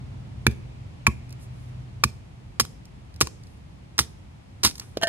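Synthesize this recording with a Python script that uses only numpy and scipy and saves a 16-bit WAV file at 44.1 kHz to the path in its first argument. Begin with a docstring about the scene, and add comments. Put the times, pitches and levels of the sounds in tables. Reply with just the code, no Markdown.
"""Distant traffic rumbles and hums beyond a leafy yard. Close by, right of the microphones, a short log
knocks seven times on the spine of a knife, driving it down an upright stick. Each blow rings log and
blade and thumps the stick into the soil; more and more fibres crack until the stick splits and a half
clatters down. Leaves, fence and house answer."""
import sys
import numpy as np
from scipy import signal
from scipy.fft import rfft, irfft, next_fast_len
from scipy.io import wavfile
from scipy.ndimage import uniform_filter1d, minimum_filter1d, map_coordinates

SR = 44100
rng = np.random.default_rng(int(sys.argv[2]) if len(sys.argv) > 2 else 0)


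def transcribe(signal):
    """Save signal, clipped to [-1, 1], as a 16-bit WAV file at the path in sys.argv[1]."""
    frames = np.atleast_2d(signal).T
    limited = np.clip(frames, -1, 1)
    pcm = np.round(limited * 32767).astype(np.int16)
    wavfile.write(sys.argv[1], SR, pcm)


N = 224369
TIME = np.arange(N) / SR
AGE = np.arange(SR // 2) / SR  # seconds since a strike

# The log striking the knife. Each row: start in seconds, log level in dB, log pitch in Hz, log t60 in
# seconds, blade and soil thud in relative dB, thud delay in seconds, bite, its woody body and tear in
# relative dB, tear t60 in seconds.
BLOWS = [(0.4665, 1, 1330, 0.0066, -3.5, -8, 0.00792, -14.5, 9, -22.5, .015),
         (1.0673, -10, 1106, 0.066, -3, -10, 0.0089, -15, 8.5, -17, 0.011),
         (2.0369, -1, 1160, 0.018, -8.5, -16, .011, -11.5, -3.5, -9, .014),
         (2.598, -4, 1121, 0.025, -19.5, -22.5, 0.013, -11.5, -2, -7.5, .038),
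         (3.2112, -4, 1210, 0.014, -13.5, -18.5, 0.01085, -8.5, 2.5, -7, 0.034),
         (3.9898, -2.5, 1310, 0.018, -18, -21.5, 0.00937, -6.5, -7, -13.5, 0.084),
         (4.6482, -11, 1100, 0.03, -40, -20, 0.0052, -6.5, -6.5, -11, 0.12)]
# Spectra of a bright snap and of the stick's body. Each row: frequency in Hz, relative level in dB.
SNAP = [(1200, -31.5), (2500, -9.5), (3900, 1.5), (5300, 7), (7500, -4.5), (10000, -6.5), (13000, -11.5),
        (16000, -12)]
WOOD = [(100, -12), (350, 5.5), (620, -6), (1100, -3), (1900, -1.5), (3200, -4.5), (6000, -32.5)]


def amp(db):
    """Decibels to gain."""
    return 10 ** (np.asarray(db) / 20)


def unit(x):
    """Scale to rms 1."""
    return x / np.sqrt(np.mean(x ** 2) + 1e-20)


def along(points, hz):
    """Read (Hz, value) points on a log frequency axis."""
    freqs, values = np.transpose(points)
    return np.interp(np.log(hz + 1), np.log(freqs + 1), values)


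def curves(rows):
    """One value per sample for each column after the time."""
    times, *columns = np.transpose(rows)
    return [np.interp(TIME, times, column) for column in columns]


def wobble(rate):
    """A smooth random curve, rate knots a second."""
    return map_coordinates(rng.standard_normal(int(N * rate / SR) + 4), [TIME * rate / SR])


def filtered(x, response):
    """Filter x by a response given as a function of Hz."""
    size = x.shape[-1]
    padded = next_fast_len(size + 8192)
    return irfft(rfft(x, padded) * response(np.fft.rfftfreq(padded, 1 / SR)), padded)[..., :size]


def noise(spectrum, size):
    """Coloured noise of rms 1."""
    return unit(filtered(rng.standard_normal(size), lambda hz: amp(along(spectrum, hz))))


def add(track, start, sound):
    """Mix a sound in at start seconds."""
    part = track[round(start * SR):][:len(sound)]
    part += sound[:len(part)]


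def traffic():
    """Distant roads: a near-mono rumble, a wider rush and one droning engine that draws away."""
    # The roads' spectrum. Each row: frequency in Hz, relative level in dB.
    spectrum = [(15, -56.5), (25, -42), (51, -6), (93, -4), (125, -7), (154, -10.5), (231, -18),
                (438, -31.5), (856, -33), (1500, -40.5), (2300, -39.5), (7480, -52.5), (10000, -58.5),
                (13800, -76), (15000, -80)]
    # How alike the two microphones hear them. Each row: frequency in Hz, correlation.
    likeness = [(60, 0.95), (180, 0.73), (550, -0.34), (1650, -0.2), (4970, -0.19), (15000, 1)]
    # The traffic's ebb and flow. Each row: time in seconds, rumble and rush in relative dB.
    flow = [(0.0, -39, -58), (1.17, -42.5, -58.5), (1.73, -41, -58), (2.17, -44, -60.5), (4.73, -45.5, -61),
            (5.09, -44.5, -59)]
    # The far engine. Each row: time in seconds, relative level in dB.
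    hum = [(0.0, -46), (0.42, -43), (1.03, -47), (1.73, -40.5), (2.18, -49), (3.09, -54.5), (5.09, -58)]
    width = lambda hz: np.tan(np.arccos(np.clip(along(likeness, hz), -1, 1)) / 2)
    mid = noise(spectrum, N)
    side = filtered(noise(spectrum, N), width)
    air = np.array([mid + side, mid - side])
    low = lambda hz: 1 / (1 + (hz / 400) ** 4)
    rumble_db, rush_db = curves(flow)
    rumble = amp(rumble_db + 0.5 + 1.1 * wobble(7)) * unit(filtered(air, low))
    rush = amp(rush_db + 3.5 + 0.5 * wobble(5)) * unit(filtered(air, lambda hz: 1 - low(hz)))
    engine_hz = 124 + 0.61 * wobble(4)
    engine = unit(np.sin(2 * np.pi * np.cumsum(engine_hz) / SR))
    fade_from_s, fade_db_per_s = 1.95, 8.5
    engine_db = curves(hum)[0] + 1.5 - fade_db_per_s * np.maximum(0, TIME - fade_from_s)
    return rumble + rush + amp(engine_db + wobble(6)) * engine


def rustle():
    """Sleeves and dry leaves stir and crackle faintly, close to the microphones."""
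    # Sleeves, leaves and the parting halves brushing. Each row: centre in seconds, level in dB,
    # half length in seconds.
    brushes = [(1.429, -58.5, 0.026), (1.617, -72, .085), (3.509, -74, 0.074), (4.788, -59, 0.11)]
    swells = sum(amp(db) * np.exp(-((TIME - centre) / width) ** 2) for centre, db, width in brushes)
    stir = amp(-75.5 + 3.5 * wobble(6))
    crackle = amp(4.5 * wobble(600))
    hiss = noise([(1500, -19.0), (5000, 0.0), (10000, -0.5), (12500, -6.0), (15000, -16.5)], N)
    return (swells + stir) * unit(hiss * crackle)


def ring(modes, attack_s):
    """Damped modes, struck a little differently each time."""
    strengths_db = rng.standard_normal(len(modes))
    tone = sum((-1) ** k * amp(db + strengths_db[k] - 60 * AGE / t60) * np.sin(2 * np.pi * hz * AGE)
               for k, (hz, db, t60) in enumerate(modes))
    return tone * (1 - np.exp(-AGE / attack_s))


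def blows(ping_t60=1.2):
    """Log and blade ring at once; a moment later the stick's foot thumps the soil."""
    # The log's modes. Each row: multiple of its pitch, relative level in dB, multiple of its t60.
    log_modes = [(.3, -20.5, 1.2), (.8, -18.5, .4), (.895, -18, 1.3), (1, -6.5, 1), (1.221, -7.5, .5),
                 (1.551, -7, .5), (2.9, -16, .6)]
    # Modes of blade and soil. Each row: frequency in Hz, relative level in dB, t60 in seconds.
    blade_modes = [(1699, -4, 0.017), (2344, -2, 0.024), (2550, -5.5, 0.022), (3300, -18, 0.0058)]
    soil_modes = [(70, -8.5, 0.15), (124.2, 1.5, 0.06), (217, -4.5, 0.063), (359.4, -9.5, .055),
                  (449.5, -12.5, 0.046)]
    # The free blade's after-ring. Each row: frequency in Hz, relative level in dB.
    ping_spectrum = [(1700, -31), (2250, -2.5), (2600, -3), (3200, -40), (6000, -64)]
    out = np.zeros(N)
    for start, log_db, pitch_hz, t60, blade_db, thud_db, thud_delay, *_ in BLOWS:
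        log = ring([(ratio * pitch_hz, db, life * t60) for ratio, db, life in log_modes], 0.00012)
        blade = ring(blade_modes, attack_s=0.00017)
        ping = amp(2 * blade_db - 50.5 - 60 * AGE / ping_t60) * noise(ping_spectrum, len(AGE))
        add(out, start, amp(log_db) * log + amp(blade_db) * blade + ping)
        add(out, start + thud_delay, amp(thud_db + 1) * ring(soil_modes, attack_s=0.0081))
    return out


def burst(spectrum, length_s, rattle_db):
    """A run of tiny fractures: uneven grains that die away over length_s, and an after-rattle."""
    t = AGE[:SR // 10]
    grains = amp(4 * unit(uniform_filter1d(rng.standard_normal(len(t)), size=20)))
    rattle = amp(rattle_db - 60 * t / 0.055)
    envelope = (np.exp(-(t / length_s) ** 2) + rattle) * (1 - np.exp(-t / 0.00016))
    sound = noise(spectrum, len(t)) * grains * envelope
    return sound * np.linalg.norm(envelope) / np.linalg.norm(sound)


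def crack(start, length_s, body_db, rattle_db=-16):
    """Wood giving way: a bright snap that also shakes the body of the stick."""
    blows_so_far = sum(row[0] < start for row in BLOWS)
    treble = 7 - blows_so_far  # the deepening cleft shades the top
    colour = [(hz, db + treble * along([(6000, 0.11), (10000, 0.81)], hz)) for hz, db in SNAP]
    return burst(colour, length_s, rattle_db) + amp(body_db - 3.5) * burst(WOOD, length_s, rattle_db)


def fibres(snaps=14, gap_s=0.0046, scatter_s=0.0008, scatter_db=1.5):
    """Each blow bites in; the split runs on in a fading string of snaps, longer as the stick weakens."""
    out = np.zeros(N)
    for start, *_, bite_db, body_db, tear_db, tear_t60 in BLOWS:
        add(out, start, amp(bite_db) * crack(start, length_s=0.0023, body_db=body_db, rattle_db=-25.5))
        for k, (early, louder) in enumerate(rng.standard_normal((snaps, 2))):
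            age = k * gap_s
            db = tear_db - 60 * age / tear_t60 + scatter_db * louder
            snap = crack(start, length_s=0.002, body_db=-6)
            add(out, start + gap_s + age - scatter_s * early, amp(db) * snap)
    return out


def handling(parting_s=4.812):
    """Lighter sounds around the blows: the log rebounds and scrapes, fibres tick, the halves part."""
    # The log dropping back on the knife. Each row: start in seconds, level in dB.
    rebounds = [(0.5118, -44.5), (2.651, -38), (3.2713, -29)]
    # Strained fibres letting go between blows. Each row: start in seconds, level in dB.
    ticks = [(1.293, -52), (1.306, -48.5), (1.325, -43), (2.854, -47.5), (3.141, -51), (3.161, -47),
             (3.435, -50.5), (3.47, -53.5), (4.755, -37.5), (4.78, -37.5), (4.7969, -28)]
    # The log scraping down the stick to the sunken knife. Each row: start in seconds, level in dB,
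    # length in seconds.
    scrapes = [(3.206, -25, 0.0068), (3.98, -25, 0.018), (4.633, -19, 0.031)]
    out = np.zeros(N)
    for start, db in rebounds:
        add(out, start, amp(db) * crack(start, length_s=0.0029, body_db=2))
    for start, db in ticks:
        add(out, start, amp(db) * crack(start, length_s=0.0038, body_db=-11.5))
    for start, db, length_s in scrapes:
        add(out, start, amp(db) * crack(start, length_s, body_db=-6))
    add(out, parting_s, amp(-53.5) * crack(parting_s, length_s=0.03, body_db=7.5))
    return out


def falling_half(landing_s=4.9708):
    """The freed half lands dully on its end, then topples and rings; hard contacts favour high modes."""
    # Its end meeting the dirt. Each row: frequency in Hz, relative level in dB.
    dirt = [(100, -4.5), (300, 1), (560, 6.5), (850, 0), (1400, -45), (2200, -16), (5000, -8),
            (10000, -30.5), (16000, -29)]
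    # Its knocks on ground and firewood. Each row: start in seconds, level and hardness in relative dB.
    clatter = [(5.014, -31, -5), (5.023, -38.5, 10.5), (5.0304, -16, -7.5), (5.034, -28.5, 11),
               (5.0709, -28, 4.5), (5.0766, -30.5, 1)]
    # Its modes. Each row: frequency in Hz, relative level in dB, t60 in seconds.
    splint = [(615, -11, .15), (674, -5, .22), (850, -8, .04), (1558, -3, .18), (1680, -6, .04),
              (1803, -2, .12), (2850, -16, .08), (3120, 0, .026), (4280, -13, .025)]
    lowest_hz = splint[0][0]
    out = np.zeros(N)
    add(out, landing_s, amp(-24) * burst(dirt, length_s=0.0053, rattle_db=-4))
    for start, db, hard_db in clatter:
        modes = [(hz, level + hard_db * np.log(hz / lowest_hz), t60) for hz, level, t60 in splint]
        click = amp(hard_db - 8) * burst(SNAP, length_s=0.0015, rattle_db=-0.5)
        scuff = amp(-6.5) * burst(WOOD, length_s=0.0077, rattle_db=-15.5)
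        add(out, start, amp(db) * ring(modes, attack_s=0.0001))
        add(out, start, amp(db) * (click + scuff))
    return out


def ground(x, bounce_ms=0.83, high_db=-11.5, low_db=-4.0, sunk_s=2.0, soft_hz=1100):
    """The soil mirrors the sound and hollows the low mids, more as the knife sinks; leaves dull it."""
    strength = amp(np.interp(TIME, [0, sunk_s], [high_db, low_db]))
    bounce = lambda hz: np.exp(-2j * np.pi * hz * bounce_ms / 1000) / (1 + (hz / soft_hz) ** 4)
    return x + filtered(x * strength, bounce)


def microphones(x):
    """The work is off to the right, so it reaches the left microphone later and weaker."""
    # The left microphone's lag. Each row: frequency in Hz, delay in milliseconds.
    lag = [(300, 0.17), (1200, .125), (4000, 0.093), (12000, .1)]
    # The pair's balance. Each row: frequency in Hz, left minus right in dB.
    lean = [(150, -0.5), (700, -2.6), (2200, -1), (4500, -3.25), (9000, -1.1)]
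    sides = np.array([[-0.5], [0.5]])
    gain = lambda hz: amp(-sides * along(lean, hz))
    delay = lambda hz: np.exp(2j * np.pi * hz * sides * along(lag, hz) / 1000)
    return filtered(x, lambda hz: gain(hz) * delay(hz))


def near_scatter(x, db=-14, t60=0.02):
    """Nearby leaves throw back a brief scatter, different at each microphone."""
    scatter = rng.standard_normal((2, len(AGE))) * amp(-60 * AGE / t60)
    return amp(db) * signal.fftconvolve(x[None], scatter / np.linalg.norm(scatter[0]), axes=1)[:, :N]


def yard(x, near_db=-25.5, far_db=-28.5, far_delay_s=0.048):
    """Leaves scatter the sound at once; fence and house answer later. Each blow gets its own tail."""
    # The yard's decay. Each row: frequency in Hz, t60 in seconds.
    decay = [(100, 0.9), (500, 0.58), (2400, 0.23), (6000, 0.45), (14000, 0.37)]
    # The echo's colour. Each row: frequency in Hz, relative level in dB.
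    colour = [(100, -3), (600, 8), (1200, -13), (2400, 1.5), (5000, -6), (10000, -1), (12000, -4),
              (15000, -17.5)]
    out = np.zeros((2, N))
    blow_number = np.searchsorted([row[0] for row in BLOWS], TIME + 0.1)
    walls = np.exp(-((AGE - far_delay_s) / 0.015) ** 2)
    for k in np.unique(blow_number):
        hz, t, bands = signal.stft(rng.standard_normal((2, SR // 2)), SR, nperseg=256)
        bands *= amp(along(colour, hz)[:, None] - 60 * t / along(decay, hz)[:, None])
        tail = signal.istft(bands, SR, nperseg=256)[1][:, :len(AGE)]
        tail *= (amp(near_db) + amp(far_db) * walls) / np.linalg.norm(tail[0])
        out += signal.fftconvolve((x * (blow_number == k))[None], tail, axes=1)[:, :N]
    return out


def scene():
    """The work close by, the yard around it and the roads beyond."""
    work = ground(blows() + fibres() + handling()) + falling_half() + rustle()
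    return microphones(work) + near_scatter(work) + yard(work) + traffic()


def record(dry):
    """A fast limiter holds the peaks; the top is cut steeply at the band limit."""
    ceiling, top_hz = 0.92, 16000
    needed = np.minimum(1, ceiling / (np.abs(dry).max(axis=0) + 1e-9))
    gain = uniform_filter1d(minimum_filter1d(needed, size=21), size=21)
    return filtered(dry * gain, lambda hz: 1 / (1 + (hz / top_hz) ** 70))


dry = scene()
out = record(dry)
transcribe(out)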